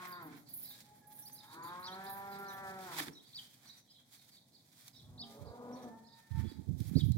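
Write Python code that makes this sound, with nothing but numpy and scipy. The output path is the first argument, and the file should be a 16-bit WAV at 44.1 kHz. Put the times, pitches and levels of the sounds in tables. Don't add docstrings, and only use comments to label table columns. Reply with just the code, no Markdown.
import sys
import numpy as np
from scipy import signal
from scipy.fft import rfft, irfft
from scipy.io import wavfile
from scipy.ndimage import uniform_filter1d

SR = 44100
rng = np.random.default_rng(int(sys.argv[2]) if len(sys.argv) > 2 else 0)


def natural_amplitude(level_db):
    exponent = np.asarray(level_db, float) / 20
    return 10 ** exponent


def put_to_file(sound):
    columns = np.atleast_2d(sound).T
    safe = np.clip(columns, -1, 1)
    whole_steps = np.round(safe * 32767)
    wavfile.write(sys.argv[1], SR, whole_steps.astype(np.int16))


N = 316197
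T = np.arange(N) / SR


def level(x, db=0):
    return x * natural_amplitude(db) / np.sqrt(np.mean(x ** 2))


def band_rms(x, low_hz, high_hz):
    return np.std(signal.sosfilt(signal.butter(4, [low_hz, high_hz], "band", fs=SR, output="sos"), x))


def colour(x, shape):
    hz, db = np.transpose(shape)
    f = np.maximum(np.arange(N // 2 + 1) * SR / N, 1)
    return irfft(rfft(x) * natural_amplitude(np.interp(np.log(f), np.log(hz), db)), N)


def walk(rate):
    hold = max(int(SR / rate), 2)
    steps = np.repeat(rng.standard_normal(N // hold + 1), hold)
    return 1.393 * uniform_filter1d(uniform_filter1d(steps, hold), hold)[:N]


def play(table, fade=.02, start=0.):
    s, *columns = np.transpose(table)
    s = s + start
    where = slice(max(int((s[0] - fade) * SR), 0), min(int((s[-1] + fade) * SR), N))
    t = T[where]
    gate = np.clip(np.minimum(t - s[0], s[-1] - t) / fade + 1, 0, 1)
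    return where, gate, [np.interp(t, s, c) for c in columns]


def decay(t, t60_s):
    return np.exp(-np.log(1000) * t / t60_s)


# (relative, per Hz)
FIELD_SPECTRUM = [(25, -30.5), (50, -14.5), (90, -5.5), (125, 8), (180, 0), (250, 3), (380, -11.5),
                  (800, -10), (1300, -26.5), (2000, -22.5), (2700, -69.5), (4000, -32), (6500, -24.5),
                  (14000, -36), (16000, -38)]


def field():
    side_re_mid = [(60, 2.0), (140, -16.0), (400, -6.0), (1200, -1.5), (16000, 2.5)]  # Hz, dB
    mid = colour(rng.standard_normal(N), FIELD_SPECTRUM)
    side = colour(colour(rng.standard_normal(N), FIELD_SPECTRUM), side_re_mid)
    bed = level(mid + side * np.array([[1], [-1]]), -68.5)
    return bed * natural_amplitude(2 * walk(2.725))


# start_s, level_db (before the port gain), small_eddies_db (re level_db)
GUSTS = [
    [(4.49, -78, -15), (4.522, -88, -15), (4.56, -87, -3)],
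    [(5.38, -75, -7), (5.42, -47.5, -16), (5.45, -59, -13), (5.476, -48, -17), (5.52, -62.5, -4)],
    [(6.28, -99, 6), (6.312, -48.5, -35), (6.386, -41, -24), (6.456, -43, -6.5), (6.516, -65, 2),
     (6.604, -54, -3.5), (6.662, -68, -2), (6.685, -48.5, -6.5), (6.725, -37, -17), (6.753, -40.5, -20),
     (6.78, -50, -13), (6.81, -40, -10), (6.84, -59, -4), (6.87, -48.5, -13), (6.893, -48, -18),
     (6.945, -51, -22), (6.965, -35.5, 7.5), (7.011, -38, -20), (7.099, -36.5, -17), (7.141, -49.5, -24),
     (7.17, -32, -13)],
]
# start_s, relative_level_db, pitch_hz (settled)
SLAPS = [(6.313, -36, 100), (6.344, -42, 99.6), (6.37, -26.5, 113), (6.399, -29.5, 129), (6.434, -32, 132),
         (6.467, -29.5, 72), (6.514, -41, 246), (6.584, -37.5, 145), (6.686, -26, 123), (6.707, -26.5, 122),
         (6.721, -26, 86.1), (6.8, -34, 150), (6.854, -29.5, 91.5), (6.911, -27.5, 154), (6.932, -33, 197),
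         (6.954, -13.5, 122), (6.989, -34, 122), (7.032, -19, 107), (7.059, -24.5, 99), (7.085, -31.5, 174),
         (7.102, -19, 97), (7.158, -25.5, 123.5)]
# (relative, per Hz)
LARGE_EDDIES = [(25, -59), (50, -15), (72, 1), (115, 3.5), (170, -6.5), (300, -27.5), (2000, -110)]
SMALL_EDDIES = [(60, -24), (150, -6.5), (260, 6), (400, -10), (650, -31.5), (2000, -100)]
PORT_GAIN_DB = [-24, 9.5]


def wind():
    envelopes, slaps = np.zeros((2, N)), np.zeros(N + SR)
    t = np.arange(SR // 10) / SR
    for gust in GUSTS:
        where, gate, (db, small_db) = play(gust, fade=0.01)
        envelopes[:, where] = gate * natural_amplitude(np.array([db, db + small_db]))
    for s, db, hz in SLAPS:
        i = int(s * SR)
        phase = 2 * np.pi * hz * (t + 0.004 * (1 - np.exp(-t / 0.0039)))
        burst = (t / 0.0046) ** 2 * np.exp(-t / 0.0032)
        slaps[i:i + len(t)] += natural_amplitude(db + 3.5) * np.sin(phase) * burst
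    slaps = signal.sosfilt(signal.butter(3, 62, "high", fs=SR, output="sos"), slaps)[:N]
    tumble = natural_amplitude(2.5 * walk(60))
    ports = np.zeros((2, N))
    for port in ports:
        for envelope, spectrum in zip(envelopes, (LARGE_EDDIES, SMALL_EDDIES)):
            port += envelope * level(colour(rng.standard_normal(N) * tumble, spectrum))
    ports += [np.roll(slaps, 21) * natural_amplitude(-7.0), slaps]
    return ports * natural_amplitude(PORT_GAIN_DB)[:, None]


# start_s, pitch_hz, level_db, fourth_harmonic_db (re level_db)
CALF_CALLS = [
    [(.66, 412, -90, -2), (.71, 413, -72, -1), (.78, 414, -72, 1), (.86, 415, -67, -19),
     (.92, 417, -59, -23), (1.0, 421, -69, -22), (1.045, 421, -68, 2), (1.11, 419.8, -57, -16),
     (1.2, 422, -72.5, -3.5), (1.25, 422.4, -64, -15), (1.37, 422, -69.5, -11), (1.45, 420, -65.5, -10),
     (1.54, 409, -68.5, -6)],
    [(5.19, 393, -79, -24.5), (5.25, 400.3, -65, -36.5), (5.4, 411.7, -71.5, -23), (5.62, 410, -87, -13)],
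    [(5.72, 418, -88, -4), (5.84, 428, -71, 0), (5.89, 439, -66, -8), (5.951, 446.4, -56.5, -13),
     (6.05, 459, -68, -12), (6.3, 448.6, -69, 1.5), (6.38, 449, -53.5, -12), (6.459, 441, -73, -14),
     (6.6, 425, -77, -8)],
]
# first_harmonic_db, third_harmonic_db (re level_db)
CALF_ODD = [(-24, -33), (-3.5, -4), (-33, -19)]


def calves():
    out = np.zeros(N)
    for call, (first_db, third_db) in zip(CALF_CALLS, CALF_ODD):
        where, gate, (hz, db, fourth_db) = play(call, fade=.03)
        phase = 2 * np.pi * np.cumsum(hz * (1 + 0.004 * walk(120)[where])) / SR
        for k, harmonic_db in enumerate((first_db, 0, third_db, fourth_db), 1):
            flicker_db = 1.8 * walk(60)[where]
            out[where] += gate * natural_amplitude(db + harmonic_db + flicker_db) * np.sin(k * phase)
    return out


def add_note(out, table, burr, start=0., db=0.):
    where, gate, (hz, note_db) = play(table, fade=0.0065, start=start)
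    flutter = np.roll(burr, rng.integers(N), axis=1)[:, where]
    phase = 2 * np.pi * np.cumsum(hz * (1 + flutter[0])) / SR
    out[where] += gate * natural_amplitude(note_db + db + flutter[1]) * np.sin(phase)


# start_s, relative_level_db
CHIRPS = [(1.831, -47), (3.336, -46.5), (5.1831, -47.5), (6.956, -47.5)]
# after_start_s, pitch_hz, level_db (re chirp)
CHIRP_PARTS = [
    [(0, 3860, -4), (.005, 4090, -10), (.014, 4584, 1), (.034, 4730, 2), (.046, 4940, -20),
     (.06, 4676, -32)],
    [(.034, 4127, -45), (.038, 3890, 0), (.048, 3614, 0), (.058, 3190, 3.5), (.07, 3270, -9.5),
     (.074, 3310, -21)],
]
# start_s, length_s, relative_level_db, first_hz, last_hz (midway between two voices)
FLOCK = [(0.098, 0.09, -61.5, 4540, 3480), (0.46, 0.085, -66, 4370, 4505), (0.618, 0.14, -59.5, 4640, 3910),
         (1.347, 0.11, -62.5, 4630, 3660), (1.479, 0.086, -62.5, 4180, 4250),
         (1.623, 0.091, -58.5, 4360, 3790), (1.893, 0.045, -70, 3730, 4307),
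         (2.046, 0.067, -57.5, 4340, 4420), (2.282, 0.095, -64, 4660, 4130),
         (2.443, 0.044, -66, 4363, 4680), (3.23, 0.1, -64.5, 4020, 4300), (3.656, 0.096, -63, 4410, 4278),
         (3.87, 0.15, -64.5, 3760, 3500), (4.154, 0.1, -71.5, 4020, 4060), (4.33, .11, -69, 4150, 4050),
         (4.525, 0.071, -71.5, 4320, 4520), (4.935, 0.075, -62, 4500, 3500),
         (5.452, 0.068, -62.5, 4500, 4210), (5.735, 0.079, -69.5, 4330, 3564),
         (6.039, 0.14, -63.5, 4610, 4100), (6.469, 0.079, -64.5, 4250, 4470),
         (7.11, 0.056, -70, 4640, 4580)]
# start_s, relative_level_db, pitch_hz (12 ms in)
PIPS = [(1.2256, -61.5, 5840), (1.3209, -61, 6270), (1.6302, -62, 6830), (1.867, -57.5, 5840),
        (2.4843, -59.5, 5920), (3.134, -63, 5670), (3.6775, -61, 5800), (3.7771, -63, 5960),
        (4.963, -61.5, 5450), (5.729, -62, 5747), (5.827, -64.5, 5915)]
# start_s, length_s, relative_level_db, first_hz, middle_hz, last_hz
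SWEEPS = [(0.688, 0.065, -57, 4340, 3520, 4370), (1.26, 0.024, -53.5, 4250, 4700, 5170),
          (1.357, 0.017, -59, 4680, 4860, 5100), (1.921, 0.026, -49.5, 3700, 4060, 4400),
          (2.488, .03, -55, 4200, 3830, 3760), (2.532, 0.021, -62, 3300, 3370, 3343),
          (3.154, 0.032, -55, 4000, 3850, 3783), (3.192, 0.021, -60.5, 3300, 3360, 4040),
          (3.658, 0.037, -63, 4520, 4300, 4200), (3.703, .02, -60, 3780, 4200, 4770),
          (3.944, 0.028, -64, 4100, 3700, 3400), (4.32, .05, -62, 4800, 4550, 4540),
          (4.374, .016, -63, 3640, 3860, 4100), (4.53, .06, -68, 4200, 4450, 4820),
          (4.599, 0.015, -70, 3620, 3550, 3500), (5.017, 0.015, -63, 3290, 3800, 4500),
          (5.045, .016, -65, 3450, 3400, 3370), (3.903, 0.022, -59, 4950, 5040, 4950),
          (4.974, 0.042, -62, 4500, 3700, 3280), (6.447, 0.067, -63, 3400, 3420, 3420)]


def sparrows():
    near, far = np.zeros(N), np.zeros(N)
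    near_burr = np.array([0.055 * walk(900), 2.6 * walk(350)])
    far_burr = np.array([0.05 * walk(340), 5 * walk(220)])
    for s, db in CHIRPS:
        for part in CHIRP_PARTS:
            add_note(near, part, near_burr, s, db)
    peak, voice_shift = 0.42, 0.08
    for s, length, db, first_hz, last_hz in FLOCK:
        peak_hz = first_hz + peak * (last_hz - first_hz)
        note = np.array([(0, first_hz, -8), (peak * length, peak_hz, 0), (length, last_hz, -9)])
        for side in (-1, 1):
            add_note(far, note * [1, 1 + side * voice_shift, 1], far_burr, s, db)
    for s, db, hz in PIPS:
        note = [(0, .98 * hz, 4), (.012, hz, 2.5), (.03, 1.1 * hz, -16)]
        add_note(far, note, near_burr / 2, s, db)
    for s, length, db, *hz in SWEEPS:
        note = np.transpose([[0, length / 2, length], hz, [-3, 0, -3]])
        add_note(near, note, near_burr / 2.48, s, db)
    return near, far


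# start_s, relative_level_db, link (name)
CLINKS = [(0.0753, -46.5, "clasp"), (0.221, -53, "small"), (0.361, -59, "clasp"), (0.486, -50.5, "clasp"),
          (0.535, -39.5, "clasp"), (0.5847, -45, "clasp"), (0.627, -44, "clasp"), (0.685, -48, "clasp"),
          (0.9494, -64.5, "middle"), (1.068, -55.5, "middle"), (1.1217, -53.5, "ring"),
          (1.1603, -55, "ring"), (1.187, -48, "large"), (1.249, -49.5, "large"), (1.325, -48.5, "large"),
          (1.445, -62, "large"), (1.5218, -60.5, "large"), (1.6305, -50.5, "large"),
          (1.7938, -54.5, "ring"), (1.9025, -58.5, "middle"), (2.036, -53, "ring"), (2.0948, -44, "small"),
          (2.167, -53, "small"), (2.25, -60, "small"), (2.298, -56.5, "small"), (2.382, -54.5, "small"),
          (2.4796, -57, "small"), (2.5263, -52.5, "small"), (6.7814, -61.5, "middle"),
          (6.868, -55.5, "middle"), (6.9494, -61, "middle"), (7.045, -56.5, "middle")]
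LINKS = {"clasp": (11700, 15100, 0), "small": (11900, 13900, 1), "middle": (11100, 13100, -1),
         "large": (9800, 13000, 1), "ring": (9700, 14200, 2)}
OTHER_LINKS_HZ = [10300, 10400, 10300, 11300, 12900, 11700, 11800, 12100, 13500, 12100, 13800, 14200, 14600,
                  15400]
# (relative, per Hz)
RASP_SPECTRUM = [(7500, -40), (9500, -6), (13000, 0), (15800, -2)]


def chain():
    out, t = np.zeros(N + SR), np.arange(SR // 6) / SR
    rasp = level(colour(rng.standard_normal(N), RASP_SPECTRUM), -8)
    chances = rng.random((len(CLINKS), 6, 2 + len(OTHER_LINKS_HZ)))
    for (s, db, link), chance in zip(CLINKS, chances):
        low_hz, high_hz, high_db = LINKS[link]
        for k, (lag, size, *others) in enumerate(chance):
            rattle = k > 0
            detune = 1 + 0.048 * (size - .5) * rattle
            hz = np.array([low_hz, high_hz, *OTHER_LINKS_HZ]) * detune
            gain = natural_amplitude(np.array([0, high_db, *(-6 - 16 * np.array(others))]))
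            start_phase = lag * gain[:, None] * 9
            strike = gain @ np.sin(2 * np.pi * (hz[:, None] * t + start_phase)) * decay(t, 0.066)
            i = int((s + 0.042 * lag * rattle) * SR)
            strike += np.resize(rasp[i:], len(t)) * decay(t, 0.1)
            fainter_db = (-4 - 9 * size) * rattle
            out[i:i + len(t)] += natural_amplitude(db + fainter_db) * strike * np.minimum(t / 0.0064, 1)
    return out[:N]


# peak_s, rise_s, fall_s (each spans STROKE_DB), grit_db, clods_db (relative)
STROKES = [(0.057, 0.6, 0.097, -64, -50.5), (.34, 0.25, 0.098, -75, -61), (.6, 0.093, 0.15, -76, -90),
           (.67, .08, 0.27, -77, -79), (.76, .2, 0.17, -74, -78), (0.815, 0.49, 0.063, -69.5, -73),
           (1.12, .02, .1, -79, -88), (1.19, 0.043, 0.33, -72.5, -83), (1.3, 0.078, 0.4, -80, -86),
           (1.53, 0.078, 0.07, -68.5, -84.5), (1.63, 0.036, 0.32, -84, -68), (1.74, 0.083, 1, -73.5, -61),
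           (2.55, 2.07, 0.2, -73.5, -64.5), (2.67, 0.1, 0.1503, -67.5, -80.5),
           (2.81, 0.021, 0.078, -66, -74.5), (2.93, 0.2, 0.17, -62, -56), (2.996, 0.16, 0.11, -53, -47),
           (3.4, 0.32, 0.58, -70.5, -74), (3.67, 0.18, 0.2, -74.5, -69), (4.0, 0.023, 0.092, -81, -75.5),
           (4.14, 0.076, 0.29, -74.5, -78), (4.28, 0.32, 0.29, -74, -78), (4.86, 0.32, 0.22, -71.5, -75),
           (5.3, 0.086, 0.18, -68, -70.5), (5.82, 0.77, 0.34, -79.5, -71), (6.2, 0.14, 0.74, -76.5, -73),
           (6.4, 0.12, 0.2, -70.5, -59.5), (6.425, 0.051, 0.03, -89, -62), (6.91, 0.05, 0.15, -79, -69.5),
           (6.851, 0.15, 0.13, -65, -71.5), (6.99, 0.08, 0.24, -67.5, -71.5), (7.15, 0.17, 0.19, -83, -98)]
STROKE_DB = 21.5
# start_s, relative_level_db, grit_db (re clods)
TICKS = [(.052, -52, -15), (0.7085, -65, -14), (0.805, -72, 13), (1.297, -63, -24), (1.7337, -62, -25),
         (2.7898, -63, -4), (2.9975, -34.5, -26), (3.0004, -39, -24), (3.0828, -47.5, -35),
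         (4.831, -76, -2), (4.88, -72, 13), (6.803, -67, 9.5), (6.896, -67, -2), (7.1197, -69, 12)]
# (relative, per Hz)
SOIL_SPECTRUM = [(410, -35), (700, -10.5), (1200, -11.5), (1900, -8.5), (2420, -9), (3020, -8.5),
                 (4710, -11.5), (6370, -15), (7850, -15.5), (15900, -17)]


def soil():
    power = np.zeros((2, N))
    power[0] = natural_amplitude(-84.5) ** 2
    for s, rise, fall, *db in STROKES:
        drop_db = STROKE_DB * np.maximum((s - T) / rise, (T - s) / fall)
        power += natural_amplitude(np.array(db)[:, None] - drop_db) ** 2
    grains = rng.standard_normal((2, N)) * natural_amplitude(1.3 * walk(1200) + 2.3 * walk(60))
    grains = np.array([colour(g, SOIL_SPECTRUM) for g in grains])
    grains[1] = 0.038 * grains[0] + 1.097 * grains[1]
    clods = signal.filtfilt(*signal.butter(2, 2800, fs=SR), grains)
    grit = grains - clods
    grit = grit / band_rms(grit[0], 6800, 8800)
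    clods = clods / band_rms(clods[0], 1000, 4000)
    out = (np.sqrt(power[0]) * grit + np.sqrt(power[1]) * clods) * natural_amplitude(1.27 * walk(20))
    t = np.arange(SR // 50) / SR
    for s, db, grit_db in TICKS:
        now = slice(int(s * SR), int(s * SR) + len(t))
        tick = clods[:, now] + natural_amplitude(grit_db) * grit[:, now]
        out[:, now] += natural_amplitude(db) * tick * np.exp(-t / 0.0025)
    return out * natural_amplitude([[-1.5], [1.5]])


def bump(f, hz, width_hz):
    return 1 / (1 + (2 * (f - hz) / width_hz) ** 2)


# start_s, pitch_hz, chest_db, mouth_db, mouth_resonance_hz
MOOS = [
    [(0, 182.4, -52, -50, 1020), (.1, 179.2, -55.5, -52, 1010), (.19, 174.7, -55.5, -52, 1020),
     (.25, 158.8, -52, -56, 850), (.29, 147, -51.5, -64, 835), (.37, 145.5, -53, -86, 810),
     (.45, 138, -88, -92, 722)],
    [(1.44, 146.6, -106.5, -69, 890), (1.56, 160.1, -53.5, -56, 1060), (1.716, 176.1, -55.5, -47.5, 980),
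     (1.84, 181.3, -60.5, -49, 1040), (1.931, 187.8, -49, -48, 800), (2.07, 195.1, -49.5, -47, 785),
     (2.2, 197.1, -54.5, -48, 810), (2.396, 198.4, -46, -48, 830), (2.58, 194.5, -52.5, -46.5, 780),
     (2.68, 192.6, -50.5, -42.5, 771), (2.852, 187.9, -48.5, -52.5, 746), (2.89, 176.1, -51.5, -49, 950),
     (2.94, 161.8, -52.5, -53.5, 910), (3.02, 149.5, -47, -67, 997), (3.06, 148, -58, -75, 900),
     (3.087, 148, -44.5, -85, 848), (3.12, 143, -59, -79, 798), (3.22, 141, -78, -105, 700.5)],
    [(4.92, 110, -82, -99, 603), (5.03, 119.1, -59, -93, 630), (5.16, 124.8, -55.5, -83.5, 634),
     (5.24, 127.6, -66, -84, 650)],
    [(5.15, 122.5, -67, -96, 660), (5.23, 118.7, -52.5, -69, 670), (5.35, 110.6, -62.5, -69.5, 531),
     (5.47, 115.8, -81, -57.5, 526), (5.6, 120.8, -55, -55.5, 523), (5.731, 123.7, -44.5, -54.5, 576),
     (5.8, 125.4, -55.5, -57, 551.5), (5.86, 121.8, -45, -55.5, 530), (5.93, 114.1, -52.5, -65.5, 534),
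     (5.98, 110, -60, -73, 530), (6.05, 114.5, -59.5, -83, 528), (6.12, 110.1, -77, -79, 522)],
    [(5.29, 138.7, -80, -73, 450), (5.36, 141.3, -69, -55, 476), (5.46, 144.6, -75, -55, 554),
     (5.53, 143, -74, -60, 577)],
]
# chest_hz (slack folds), upper_throat_hz, upper_throat_db (re mouth), odd_harmonics_db
THROATS = [(253, 1420, -1.5, -0.5), (281, 1350, -4, 0.5), (123, 850, 8, 3.5), (232, 800, -1.5, -8),
           (280, 750, -15, -7)]
# multiple (of upper_throat_hz), width_hz, level_db
UPPER_THROAT = [(0.999, 397, -5), (1.3, 296, -11.5), (1.72, 298, -22.5)]
HOARSE_SLACK = [(.35, .15), (.4, .3), (.25, .4), (.1, .5), (.2, .1)]
HOARSE_TAUT = .035
# (relative, per Hz)
LOW_NOISE_SPECTRUM = [(30, -40), (60, -12), (130, 0.5), (230, 0), (400, -36)]
CLEAR_ABOVE_HZ, CLEARING_HZ = 169, 4.5
CHEST_WIDTH_HZ, MOUTH_WIDTH_HZ = 175, 215
CHEST_LIFT_HZ = 25


def cows():
    out = np.zeros(N)
    low_noise = level(colour(rng.standard_normal(N), LOW_NOISE_SPECTRUM), -19)
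    noise, waver = np.array([walk(150), walk(150)]), walk(9)
    for call, throat, slack in zip(MOOS, THROATS, HOARSE_SLACK):
        chest_hz, throat_hz, throat_db, odd_db = throat
        where, gate, (hz, chest_db, mouth_db, mouth_hz) = play(call, fade=.04)
        slackness = 1 / (1 + np.exp((hz - CLEAR_ABOVE_HZ) / CLEARING_HZ))
        hoarse = HOARSE_TAUT + (np.array(slack)[:, None] - HOARSE_TAUT) * slackness
        lifted_chest_hz = chest_hz + CHEST_LIFT_HZ * (1 - slackness)
        out[where] += gate * natural_amplitude(mouth_db) * low_noise[where]
        phase = 2 * np.pi * np.cumsum(hz * (1 + 0.002 * walk(25.03)[where])) / SR
        for k, shift in enumerate(rng.integers(N - 2 * SR, size=15), 1):
            own = slice(shift, shift + len(hz))
            upper = sum(natural_amplitude(db) * bump(k * hz, ratio * throat_hz, w) for ratio, w, db in UPPER_THROAT)
            chest = natural_amplitude(chest_db) * bump(k * hz, lifted_chest_hz, CHEST_WIDTH_HZ)
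            mouth = natural_amplitude(mouth_db) * (bump(k * hz, mouth_hz, MOUTH_WIDTH_HZ) + natural_amplitude(throat_db) * upper)
            line = natural_amplitude(2.3 * waver[own]) * np.cos(k * phase + k * k)
            smear = noise[0, own] * np.cos(k * phase) + noise[1, own] * np.sin(k * phase)
            voice = np.sqrt(1 - hoarse) * line + np.sqrt(hoarse) * smear
            harmonic = np.sum(np.array([chest, mouth]) * voice, axis=0)
            out[where] += gate * natural_amplitude(odd_db * (k % 2)) * harmonic
    return out


def place(x, pan_db, lag):
    return np.array([np.roll(x, lag) * natural_amplitude(pan_db / 2), x * natural_amplitude(-pan_db / 2)])


# frequency_hz, decay_s
YARD_T60 = [(60, 0.57), (1000, 0.66), (5000, 0.31), (16000, 0.15)]


def yard(x, first_s=0.0026):
    hz, t, response = signal.stft(rng.standard_normal((2, SR)), SR, nperseg=256)
    t60 = np.interp(hz, *np.transpose(YARD_T60))
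    response = signal.istft(response * decay(t, t60[:, None]), SR, nperseg=256)[1]
    response *= np.clip(np.arange(response.shape[1]) / SR / first_s, 0, 1)
    response /= np.sqrt(np.sum(response ** 2, axis=1, keepdims=True))
    return signal.fftconvolve(x[None], response, axes=1)[:, :N]


def scene():
    herd, young, (near, far), links = cows(), calves(), sparrows(), chain()
    echo_send = herd * natural_amplitude(-10.5) + young * natural_amplitude(-6)
    echo_send += near * natural_amplitude(-8.5) + far * natural_amplitude(-5.0) + links * natural_amplitude(-1.0)
    animals = place(herd, 0.066, lag=-8) + place(young, 0.11, lag=-2)
    animals += place(near, -0.74, lag=-3) + place(far * natural_amplitude(-5.0), -10.0, lag=-2)
    close = soil() + place(links * natural_amplitude(1.0), -7.5, lag=-2) + wind()
    return animals + yard(echo_send) + close + field()


def low_pass(x):
    return signal.sosfilt(signal.butter(12, 15850, fs=SR, output="sos"), x)


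# frequency_hz, level_db
PORT_DIP = [(2300, 0), (2850, -11), (3350, 0)]


def record(dry):
    mix = colour(dry, PORT_DIP)
    return low_pass(mix)


dry = scene()
out = record(dry)
put_to_file(out)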